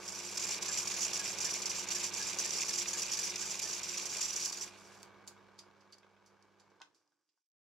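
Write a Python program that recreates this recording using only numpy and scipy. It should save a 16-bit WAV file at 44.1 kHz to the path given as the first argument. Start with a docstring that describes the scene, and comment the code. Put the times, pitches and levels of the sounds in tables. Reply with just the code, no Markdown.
"""A film projector rewinding

A small projector's motor hums and its belts and fan whir. The warped reel rubs and squeaks at the
same places on every turn, the shaking reels chatter and chirp, and the film scrapes the reel's rim.
The film runs out, its loose tail flicks the housing, and a knob switches the motor off with a crack.
Faint ticks sound as the projector runs down, and the last moment fades to silence."""
import sys
import numpy as np
from scipy import signal
from scipy.fft import rfft, irfft
from scipy.io import wavfile

SR = 44100
rng = np.random.default_rng(int(sys.argv[2]) if len(sys.argv) > 2 else 0)


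def transcribe(u):
    """Save the signal u as a 16-bit wav file named by the first command-line argument.

    u: samples, shape (n,) or (channels, n), limited to [-1, 1]; the rate is SR.
    q: integer samples, one column per channel.
    """
    v = np.clip(np.atleast_2d(u).T, -1, 1)
    q = np.round(v * 32767).astype(np.int16)
    wavfile.write(sys.argv[1], SR, q)


N = 336924
T = np.arange(N) / SR
HZ = np.fft.rfftfreq(8192, 1 / SR)  # the pitches at which filters are drawn
FILM_OUT_S, MOTOR_OFF_S = 4.6, 6.717


def amp(db):
    """Turns decibels into a number to multiply by."""
    return 10 ** (np.asarray(db) / 20)


def unit(x):
    """Scales a signal to an average strength (rms) of one."""
    return x / np.sqrt(np.mean(x ** 2) + 1e-20)


def curve(rows):
    """Joins rows of (time_s, value) with straight lines."""
    return np.interp(T, *np.transpose(rows))


def at_pitches(rows, hz):
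    """Looks up values between rows of (pitch_hz, value), with pitch spaced in octaves."""
    row_hz, value = np.transpose(rows)
    return np.interp(np.log(hz + 1), np.log(row_hz + 1), value)


def add(mix, start_s, sound):
    """Adds a sound into the mix at the given time."""
    part = mix[:, max(round(start_s * SR), 0):][:, :sound.shape[1]]
    part += sound[:, :part.shape[1]]


def wander(hz, size=16384):
    """A random wobble of strength one, no faster than about hz."""
    return unit(np.interp(T * 2 * hz, np.arange(size), rng.standard_normal(size)))


def colour(rows, peaks=()):
    """A tone colour: a broad curve of decibels over pitch, with ringing peaks on top."""
    bumps = sum(db / (1 + (2 * (HZ - hz) / width) ** 2) for hz, width, db in peaks)
    return at_pitches(rows, HZ) + bumps


def filtered(x, shape_db):
    """Turns each pitch up or down, ringing only after a sound and never before it."""
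    cepstrum = irfft(np.log(amp(shape_db)))
    forward_only = np.r_[1, np.full(len(HZ) - 2, 2), 1, np.zeros(len(HZ) - 2)]
    response = irfft(np.exp(rfft(cepstrum * forward_only)))
    return signal.oaconvolve(x, response[None], axes=1)[:, :x.shape[1]]


def tint(x, shape_db, band_hz=(0, SR)):
    """Colours a sound, scaled so that plain hiss comes out at its full strength within the band."""
    inside = (HZ >= band_hz[0]) & (HZ < band_hz[1])
    return filtered(x, shape_db) / np.sqrt(np.mean(amp(shape_db) ** 2 * inside))


def echoes(decay_s, size=12000):
    """A cloud of echoes for each side; here and below, a sound drops 60 dB in decay_s."""
    cloud = rng.standard_normal((2, size)) * amp(-60 * np.arange(size) / SR / decay_s)
    return cloud / np.sqrt(np.sum(cloud ** 2, axis=1, keepdims=True))


# How alike left and right are (1 is the same, 0 is unrelated): pitch_hz, likeness
EAR_LIKENESS = [(100, 0.6), (300, 0.94), (600, 0.56), (1200, 0.93), (2500, 0.76), (4500, 0.69),
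                (6500, 0.52), (8500, 0.04), (12000, -0.08)]
def stereo(pair):
    """Blends two unrelated signals into left and right: alike in the bass, less so in the treble."""
    same = np.clip(at_pitches(EAR_LIKENESS, HZ), -.99, .99)
    side = filtered(pair[1:], 10 * np.log10((1 - same) / (1 + same)))
    return np.vstack([pair[:1] + side, pair[:1] - side])


def friction(grain_db, grain_hz):
    """Hiss made grainy by countless small catches."""
    return stereo(rng.standard_normal((2, N)) * unit(amp(grain_db * wander(grain_hz))))


# Hum of the mains power: pitch_hz, level_db
HUM_TONES = [(100, -69.5), (200, -64.5), (300, -75)]
# Tones of the spinning shaft at a speed of one: pitch_hz, level_db
SHAFT_TONES = [(47, -82), (167.2, -76), (186, -70.5), (353, -61), (404, -73.5), (652, -72.5), (879, -76.5),
               (2244, -68.5)]
# How loud the motor is: time_s, gain_db
MOTOR_LOUDNESS = [(0, -1.5), (.6, 1.5), (2, 1.5), (3.3, 0), (4.5, -3.5), (5, -5.5), (5.5, -8), (6, -13),
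                  (6.8, -14.5)]
# How fast the shaft spins: time_s, speed_ratio
SHAFT_SPEED = [(0, 1.003), (1, 1.005), (3, .999), (4.4, 1.008), (5, 1.015), (6.8, 1.014)]
def motor(waver=.002, throb_db=2.5, unloaded_db=-6.0, die_db_per_s=120):
    """Mains hum, plus shaft tones that soften and rise as the load goes; both die at switch-off."""
    hum = sum(amp(db) * np.sin(2 * np.pi * (hz * T + rng.random())) for hz, db in HUM_TONES)
    shaft_time = np.cumsum(curve(SHAFT_SPEED) * (1 + waver * wander(9.4))) / SR
    shaft = sum(amp(db + throb_db * wander(12)) * np.sin(2 * np.pi * (hz * shaft_time + rng.random()))
                for hz, db in SHAFT_TONES)
    load = amp(unloaded_db * np.clip((T - FILM_OUT_S) / 1.4 + .25, 0, 1))
    level = amp(curve(MOTOR_LOUDNESS) - die_db_per_s * np.maximum(T - MOTOR_OFF_S, 0))
    return np.sqrt(2) * level * (hum + shaft * load)


# How loud the belts, gears and fan are: time_s, level_db
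WHIR_LOUDNESS = [(0.0, -55), (0.34, -56), (0.38, -52.5), (0.71, -52), (2.61, -53.5), (3.85, -55.5),
                 (3.93, -56.5), (4.1, -54.5), (4.68, -58), (4.7, -61), (5.0, -61), (6.07, -70.5),
                 (6.69, -71), (6.75, -69.5)]
# Their tone colour: pitch_hz, gain_db
WHIR_COLOUR = [(28, -43), (50, -14), (75, -14), (140, -4.5), (240, -8.5), (400, 0.5), (700, -2.5),
               (950, 1.5), (1550, 0), (1850, -9.5), (3000, -13.5), (6500, -21), (9000, -37.5),
               (15000, -39.5)]
# Pitches that the housing boosts or swallows: pitch_hz, width_hz, gain_db
HOUSING_PEAKS = [(308, 20, 2), (411, 27, 3), (460, 12, 5), (549, 4.7, 6), (872, 23, 3.5), (1123, 5.3, 8.5),
                 (1347, 86, -7), (1643, 18, 5.5), (2213, 32, 10), (2400, 91, 1)]
def whir(gain_db=-0.32, drone_db=12.5, die_db_per_s=53):
    """Belts, gears and fan stir the housing; as they coast to a stop, mostly its low drone remains."""
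    rub = tint(friction(grain_db=2.7, grain_hz=400), colour(WHIR_COLOUR, HOUSING_PEAKS), (420, 1600))
    drone = signal.sosfiltfilt(signal.butter(2, [270, 340], "band", fs=SR, output="sos"), rub)
    since_off_s = np.maximum(T - MOTOR_OFF_S, 0)
    coasting = np.minimum(since_off_s / 0.23, 1)
    level = amp(curve(WHIR_LOUDNESS) + gain_db - die_db_per_s * since_off_s)
    return level * (rub + amp(drone_db) * coasting * drone)


def shudder(db, length_s, attack_s=0.001):
    """The power of one short shake: it starts sharply, holds and stops."""
    t = np.arange(SR // 5) / SR
    return (amp(db) * np.minimum(t / attack_s, 1) * np.exp(-(t / length_s) ** 4))[None] ** 2


def bump(middle_s, width_s):
    """A smooth rise to one and back to zero."""
    return np.exp(-((T - middle_s) / width_s) ** 2)


def on_turns(place):
    """The times when the reel passes a place, given as a share of one turn."""
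    starts = np.array(REEL_TURNS)[:, 0]
    return starts + place * np.gradient(starts)


# Turns of the slowly quickening reel: start_s, rub_start_db, rub_end_db, lull_db, squeak_db
REEL_TURNS = [(.119, -9.5, -2.5, 0.5, -80), (0.371, 0.5, 2.5, -19.5, -62), (0.618, -1, 4, -7, -51),
              (0.868, 1.5, 2.5, -1, -53.5), (1.126, -1, 3, -7.5, -49.5), (1.384, 1.5, 1.5, -3, -52.5),
              (1.635, -1.5, 2, -14.5, -62), (1.886, 2, 2.5, -16.5, -53.5), (2.134, -1.5, 2, -7, -48),
              (2.383, 0, 3.5, 2, -54), (2.624, 3, -2.5, -5.5, -56), (2.873, 1, -2, -1.5, -52.5),
              (3.108, 1, -2, -5.5, -54), (3.355, -1, -6.5, -4.5, -54), (3.59, -0.5, -2.5, -8.5, -56),
              (3.83, -2, -2.5, -4, -63), (4.065, -3, -0.5, -1, -63), (4.3, -0.5, 2.5, -11, -66),
              (4.538, -6, -16, -5, -79)]
# Light rattle and sliding film, leaving a faint spindle rattle once the film is out: time_s, level_db
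LIGHT_RATTLE = [(0, -58.5), (.06, -48), (.4, -50), (4.5, -45), (4.65, -51), (4.69, -64.5), (4.88, -65),
                (5.02, -69), (5.1, -91.5), (6.9, -97), (7.5, -104)]
# Where the warped reel rubs on every turn: share_of_turn, level_db, length_s
REEL_RUBS = [(.007, -37, 0.0098), (0.104, -41, 0.038), (0.25, -40, 0.029), (0.36, -44.5, 0.074),
             (0.434, -43, 0.096), (0.596, -43, 0.043), (0.763, -44.5, 0.058), (0.924, -42.5, 0.019)]
# Hard jolts of the reels on their spindles: start_s, level_db, length_s
REEL_JOLTS = [(0.077, -39, 0.025), (0.371, -34.5, 0.013), (0.414, -39.5, 0.043), (0.504, -36, 0.041),
              (0.624, -33.5, 0.011), (0.681, -37.5, 0.022), (0.772, -33, 0.041), (0.876, -38.5, 0.026),
              (0.939, -33, 0.01), (1.006, -33.5, 0.067), (1.132, -34.5, 0.027), (1.193, -31, 0.011),
              (1.403, -34, 0.014), (1.444, -31, 0.016), (1.532, -39.5, 0.032), (1.618, -34, 0.013),
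              (1.656, -31, 0.016), (1.693, -37, 0.035), (1.749, -39.5, 0.026), (1.781, -40, 0.024),
              (1.904, -32.5, 0.017), (1.946, -36.5, 0.02), (2.03, -36.5, 0.03), (2.135, -37, 0.027),
              (2.224, -35.5, 0.0093), (2.266, -43, 0.033), (2.385, -33.5, 0.026), (2.436, -39.5, 0.033),
              (2.505, -35, 0.0062), (2.521, -43.5, 0.068), (2.633, -33.5, 0.0065), (2.681, -36.5, 0.03),
              (2.776, -36, 0.06), (2.881, -35.5, 0.02), (2.931, -37, 0.017), (2.971, -37.5, 0.036),
              (3.019, -35, 0.019), (3.117, -33, 0.029), (3.189, -33, 0.017), (3.229, -36.5, 0.03),
              (3.297, -37, 0.015), (3.358, -37.5, 0.01), (3.406, -38.5, 0.027), (3.504, -38, 0.027),
              (3.671, -39, 0.011), (3.831, -40.5, 0.028), (3.97, -37.5, 0.017), (4.055, -37, 0.017),
              (4.124, -36, 0.018), (4.207, -35, 0.052), (4.359, -35, 0.026), (4.447, -33, 0.016),
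              (4.521, -41, 0.021), (4.608, -37.5, 0.037)]
def shaking(spread_db=1.4, jitter_s=0.002, lift_db=-5, lift_s=0.0044, jolt_db=-2, flutter_db=2.0):
    """How hard the reels shake: a light rattle, with rubs, lulls and jolts until the film is out."""
    power = amp(curve(LIGHT_RATTLE))[None] ** 2
    for place, rub_db, length_s in REEL_RUBS:
        chance = np.clip(rng.standard_normal((len(REEL_TURNS), 2)), -2, 2)
        for s, (_, start_db, end_db, _, _), (late, strong) in zip(on_turns(place), REEL_TURNS, chance):
            db = rub_db + start_db + (end_db - start_db) * place + spread_db * strong
            if s < FILM_OUT_S + .04:
                add(power, s + jitter_s * late, shudder(db, length_s))
    # The reel goes quiet as it swings free late in each turn, and as it lifts off before each jolt.
    lulls = sum(db * bump(s, width_s=0.013) for s, (*_, db, _) in zip(on_turns(0.92), REEL_TURNS))
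    lifts = sum(lift_db * bump(s - lift_s / 2, lift_s) for s, _, _ in REEL_JOLTS)
    power *= amp(lulls + lifts) ** 2
    for s, db, length_s in REEL_JOLTS:
        add(power, s, shudder(db + jolt_db, length_s))
    return np.sqrt(power[0]) * unit(amp(flutter_db * wander(180)))


# Tone colour of the knocking reels: pitch_hz, gain_db
REEL_COLOUR = [(300, -35.5), (1800, -17), (3200, -9.5), (4150, -10), (4600, 0), (5500, 0), (6700, -3.5),
               (7600, -7.5), (8200, -7.5), (8600, -12.5), (9500, -15), (11400, -13), (13500, -29.5),
               (15500, -27)]
def chatter(force, gain_db=-5.0, knocks_per_s=400, spread_db=2.5, growth=0.82, contacts=6):
    """The reels bounce in countless tiny knocks; each point of contact rings a little differently."""
    strength = force * unit(force) ** (growth - 1)
    knocks = np.zeros((2, N))
    for _ in range(contacts):
        hits = rng.random(N) < knocks_per_s / SR
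        sizes = amp(spread_db * np.clip(rng.standard_normal(N), -2, 2))
        kicks = strength * unit(hits * sizes)
        knocks += signal.oaconvolve(kicks[None], echoes(decay_s=0.015, size=1024), axes=1)[:, :N]
    return amp(gain_db) * tint(stereo(knocks / np.sqrt(contacts)), colour(REEL_COLOUR), (4200, 8500))


# Notes at which the plastic reels ring: pitch_hz, width_hz, gain_db
REEL_NOTES = [(4555, 260, -10), (5350, 320, -6.5), (5726, 200.5, -2.5), (5880, 90.2, -0.5), (6460, 140, -6),
              (6820, 250, -3), (7330, 110, -1)]
def chirps(force, gain_db=-2.5, hop_db=6, hop_hz=100, bend=.005, growth=1.095):
    """Hard shaking makes the plastic reels sing; as the contact moves, their notes take turns."""
    shares = np.array([amp(db + hop_db * wander(hop_hz)) for _, _, db in REEL_NOTES])
    shares /= np.linalg.norm(shares, axis=0) ** 0.75  # the notes compete for the same energy
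    song = np.zeros((2, N))
    for (hz, width_hz, _), share in zip(REEL_NOTES, shares):
        # Every slip nudges the wave, which smears the note over its width.
        slips = rng.standard_normal((2, N)) * np.sqrt(2 * np.pi * width_hz / SR)
        phase = np.cumsum(2 * np.pi * hz * (1 + bend * wander(60)) / SR + slips, axis=1)
        song += share * np.cos(phase)
    song = signal.sosfilt(signal.butter(3, [4200, 8000], "band", fs=SR, output="sos"), song)
    return amp(gain_db) * force * unit(force) ** (growth - 1) * stereo(unit(song))


# How loud the scraping film is: time_s, level_db
SCRAPE_LOUDNESS = [(0, -59.5), (.3, -55.5), (.45, -51.5), (2.6, -52), (4.3, -54), (4.65, -59.5), (5.2, -77),
                   (6.8, -90), (7.2, -100)]
# Its tone colour: pitch_hz, gain_db
SCRAPE_COLOUR = [(1200, -27), (1750, -20), (2050, -7), (2250, -5), (2420, -3), (2560, -4), (2750, -3.5),
                 (3050, -12), (3500, -7.5), (4500, -9), (7000, -48.5)]
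# Hollow ringing of the reel's rim: pitch_hz, width_hz, gain_db
RIM_PEAKS = [(2412, 80, 5.5), (2890, 40, 4)]
def scrape(force, growth=0.15, swell_db=1.7):
    """Film rubs the reel's rim, harder when the reel shakes, and dies away as the film runs out."""
    level = amp(curve(SCRAPE_LOUDNESS) + swell_db * wander(25)) * unit(force) ** growth
    rub = friction(grain_db=2.8, grain_hz=250)
    return level * tint(rub, colour(SCRAPE_COLOUR, RIM_PEAKS), (2150, 2950))


def squeaks(pitch_hz=1712, place=.33, width_s=0.019, waver=0.033, drift=0.027):
    """The reel gives a short, unsteady squeak at the same place on each turn."""
    level = sum(amp(db) * bump(s, width_s) for s, (*_, db) in zip(on_turns(place), REEL_TURNS))
    bend = 1 + waver * wander(120) + drift * wander(6.7)
    return np.sqrt(2) * level * np.sin(2 * np.pi * pitch_hz * np.cumsum(bend) / SR)


def strike(db, decay_s, snap_db=0):
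    """A sharp hit: one snap, then a dying hiss that stands for many close notes."""
    t = np.arange(SR // 4) / SR
    hit = rng.standard_normal((2, len(t)))
    hit[0, 0] = amp(snap_db)
    return hit * amp(db - 60 * t / decay_s)


# Slaps of the film's tail, then faint ticks as the projector runs down:
# start_s, level_db, decay_s, brightness_db_per_octave, pitch_hz
SLAPS_AND_TICKS = [(5.030, -42.5, 0.013, 4.5, 2400), (5.2758, -44, 0.068, 4, 7240),
                   (5.5895, -46.5, 0.075, -2, 5000), (5.807, -65.5, 0.069, -6, 5300),
                   (5.924, -54.5, 0.044, 4, 4600), (5.9306, -55, 0.071, -9, 4830),
                   (5.9405, -58, .02, 0, 4830), (5.983, -60.5, 0.028, 3, 5240), (6.261, -66, 0.12, 4, 5660),
                   (6.425, -62.5, 0.018, 2, 5370), (6.598, -64, 0.1, -3, 7340),
                   (6.702, -73, 0.035, -3, 5860), (6.946, -73, 0.25, 1, 5460),
                   (7.076, -72.5, 0.014, -5, 5030), (7.29, -81, 0.1, -7, 5200)]
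# Their tone colour: pitch_hz, gain_db
TAP_COLOUR = [(500, -48), (2000, -13.5), (3800, -5), (4600, 0.5), (6000, -4), (7400, -5), (8600, -13),
              (11500, -16.5), (13500, -32), (15500, -27)]
# Ringing that they all share: pitch_hz, width_hz, gain_db
TAP_PEAKS = [(4580, 130, 7.5), (4970, 81, 5.5), (5950, 120, 10.5), (6500, 90, 7), (7300, 100, 4)]
def slaps_and_ticks(brush_lead_s=0.0073, brush_db=-19, peak_width_hz=320, peak_db=8.5, stutter_db=1.0):
    """The film's tail brushes and slaps the housing, then faint ticks follow; each has its own pitch."""
    out = np.zeros((2, N))
    for s, db, decay_s, brightness, pitch_hz in SLAPS_AND_TICKS:
        peaks = TAP_PEAKS + [(pitch_hz, peak_width_hz, peak_db)]
        shape = colour(TAP_COLOUR, peaks) + brightness * np.log2(1 + (HZ / 2000) ** 2) / 2
        add(out, s - brush_lead_s, tint(strike(db + brush_db, decay_s), shape))
        add(out, s, tint(strike(db, decay_s, snap_db=8), shape))
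    return stereo(out * unit(amp(stutter_db * wander(250))))


# The knob is gripped, turned and snaps over: start_s, ring_db, crack_db, centre_hz
KNOB_KNOCKS = [(6.03, -60.5, -74, 2390), (6.166, -67, -82, 2340), (6.802, -56, -67, 800),
               (6.8115, -46.5, -74, 810), (6.8167, -51.5, -49, 2650), (7.12, -80, -85, 1204),
               (7.375, -81.5, -98, 890)]
# Tone colour of its crack: pitch_hz, gain_db
CRACK_COLOUR = [(60, -37), (500, -14), (1000, -1), (1600, -5), (3200, 1), (4500, 2.5), (6500, -3),
                (8000, -16), (11000, -26), (15000, -36)]
# Notes of the knob and the panel behind it: pitch_hz, gain_db, decay_s
KNOB_NOTES = [(805, -8, .035), (933, 0.5, 0.035), (1045, -1, 0.033), (1500, 0, 0.077), (1590, -1, .08),
              (2090, -6, .05), (2580, -3.5, 0.04), (2920, -13, .04), (3250, -5, 0.055), (3530, -8, 0.075),
              (3900, -9, .08), (5180, -4, .07), (6340, 4, .06)]
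def knob(swell_s=0.0016, focus_db=12.5):
    """Fingers tap the knob, it knocks dully as it turns, and the switch snaps over with a crack."""
    out, t = np.zeros((2, N)), np.arange(SR // 4) / SR
    swell = np.minimum(t / swell_s, 1)  # the panel takes a moment to start ringing
    for s, ring_db, crack_db, centre_hz in KNOB_KNOCKS:
        add(out, s, tint(strike(crack_db, decay_s=0.027, snap_db=14), colour(CRACK_COLOUR)))
        for hz, db, decay_s in KNOB_NOTES:
            # A note one octave from the knock's centre rings focus_db less.
            level_db = ring_db + db - focus_db * np.log2(hz / centre_hz) ** 2
            tone = np.sin(2 * np.pi * (hz * t + np.array([[0], [rng.random()]])))
            add(out, s, swell * amp(level_db - 60 * t / decay_s) * tone)
    return stereo(out)


def room(x, echo_db, decay_s):
    """Adds the short echo of a small, curtained room."""
    tail = np.pad(echoes(decay_s), ((0, 0), (SR // 250, 0)))  # arrives 4 ms late
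    return x + amp(echo_db) * signal.oaconvolve(x, tail, axes=1)[:, :N]


def scene():
    """The whole projector, heard from close by; one shaking force drives the reel sounds."""
    force = shaking()
    reels = room(chatter(force) + chirps(force), echo_db=-16.5, decay_s=0.042)
    taps = room(slaps_and_ticks(), echo_db=-8.5, decay_s=0.18)
    clicks = room(knob(), echo_db=-5.5, decay_s=0.2)
    return reels + taps + clicks + scrape(force) + whir() + motor() + squeaks()


# How the two microphones differ in tone colour: pitch_hz, left_minus_right_db
MIC_BALANCE = [(30, -6.5), (70, -11), (170, -10), (350, -5), (700, -1.5), (1500, 0.5), (2500, -1.5),
               (6000, -2.5), (7400, -3.5), (8300, 1.5), (9800, -4.5), (11200, -0.5), (13000, 1)]
def record(dry, fade_s=0.27, top_hz=15780):
    """Leans each pitch left or right, fades out the end and removes the highest treble."""
    balance_db = at_pitches(MIC_BALANCE, np.fft.rfftfreq(N, 1 / SR))
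    sides = amp(balance_db * np.array([[.5], [-.5]]))
    heard = irfft(rfft(dry) * sides / sides.mean(0), N)
    fade = np.clip((T[-1] - T) / fade_s, 0, 1) ** 2
    treble_cut = signal.firwin(511, top_hz, window=("kaiser", 9), fs=SR)
    return signal.oaconvolve(heard * fade, treble_cut[None], "same")


dry = scene()
out = record(dry)
transcribe(out)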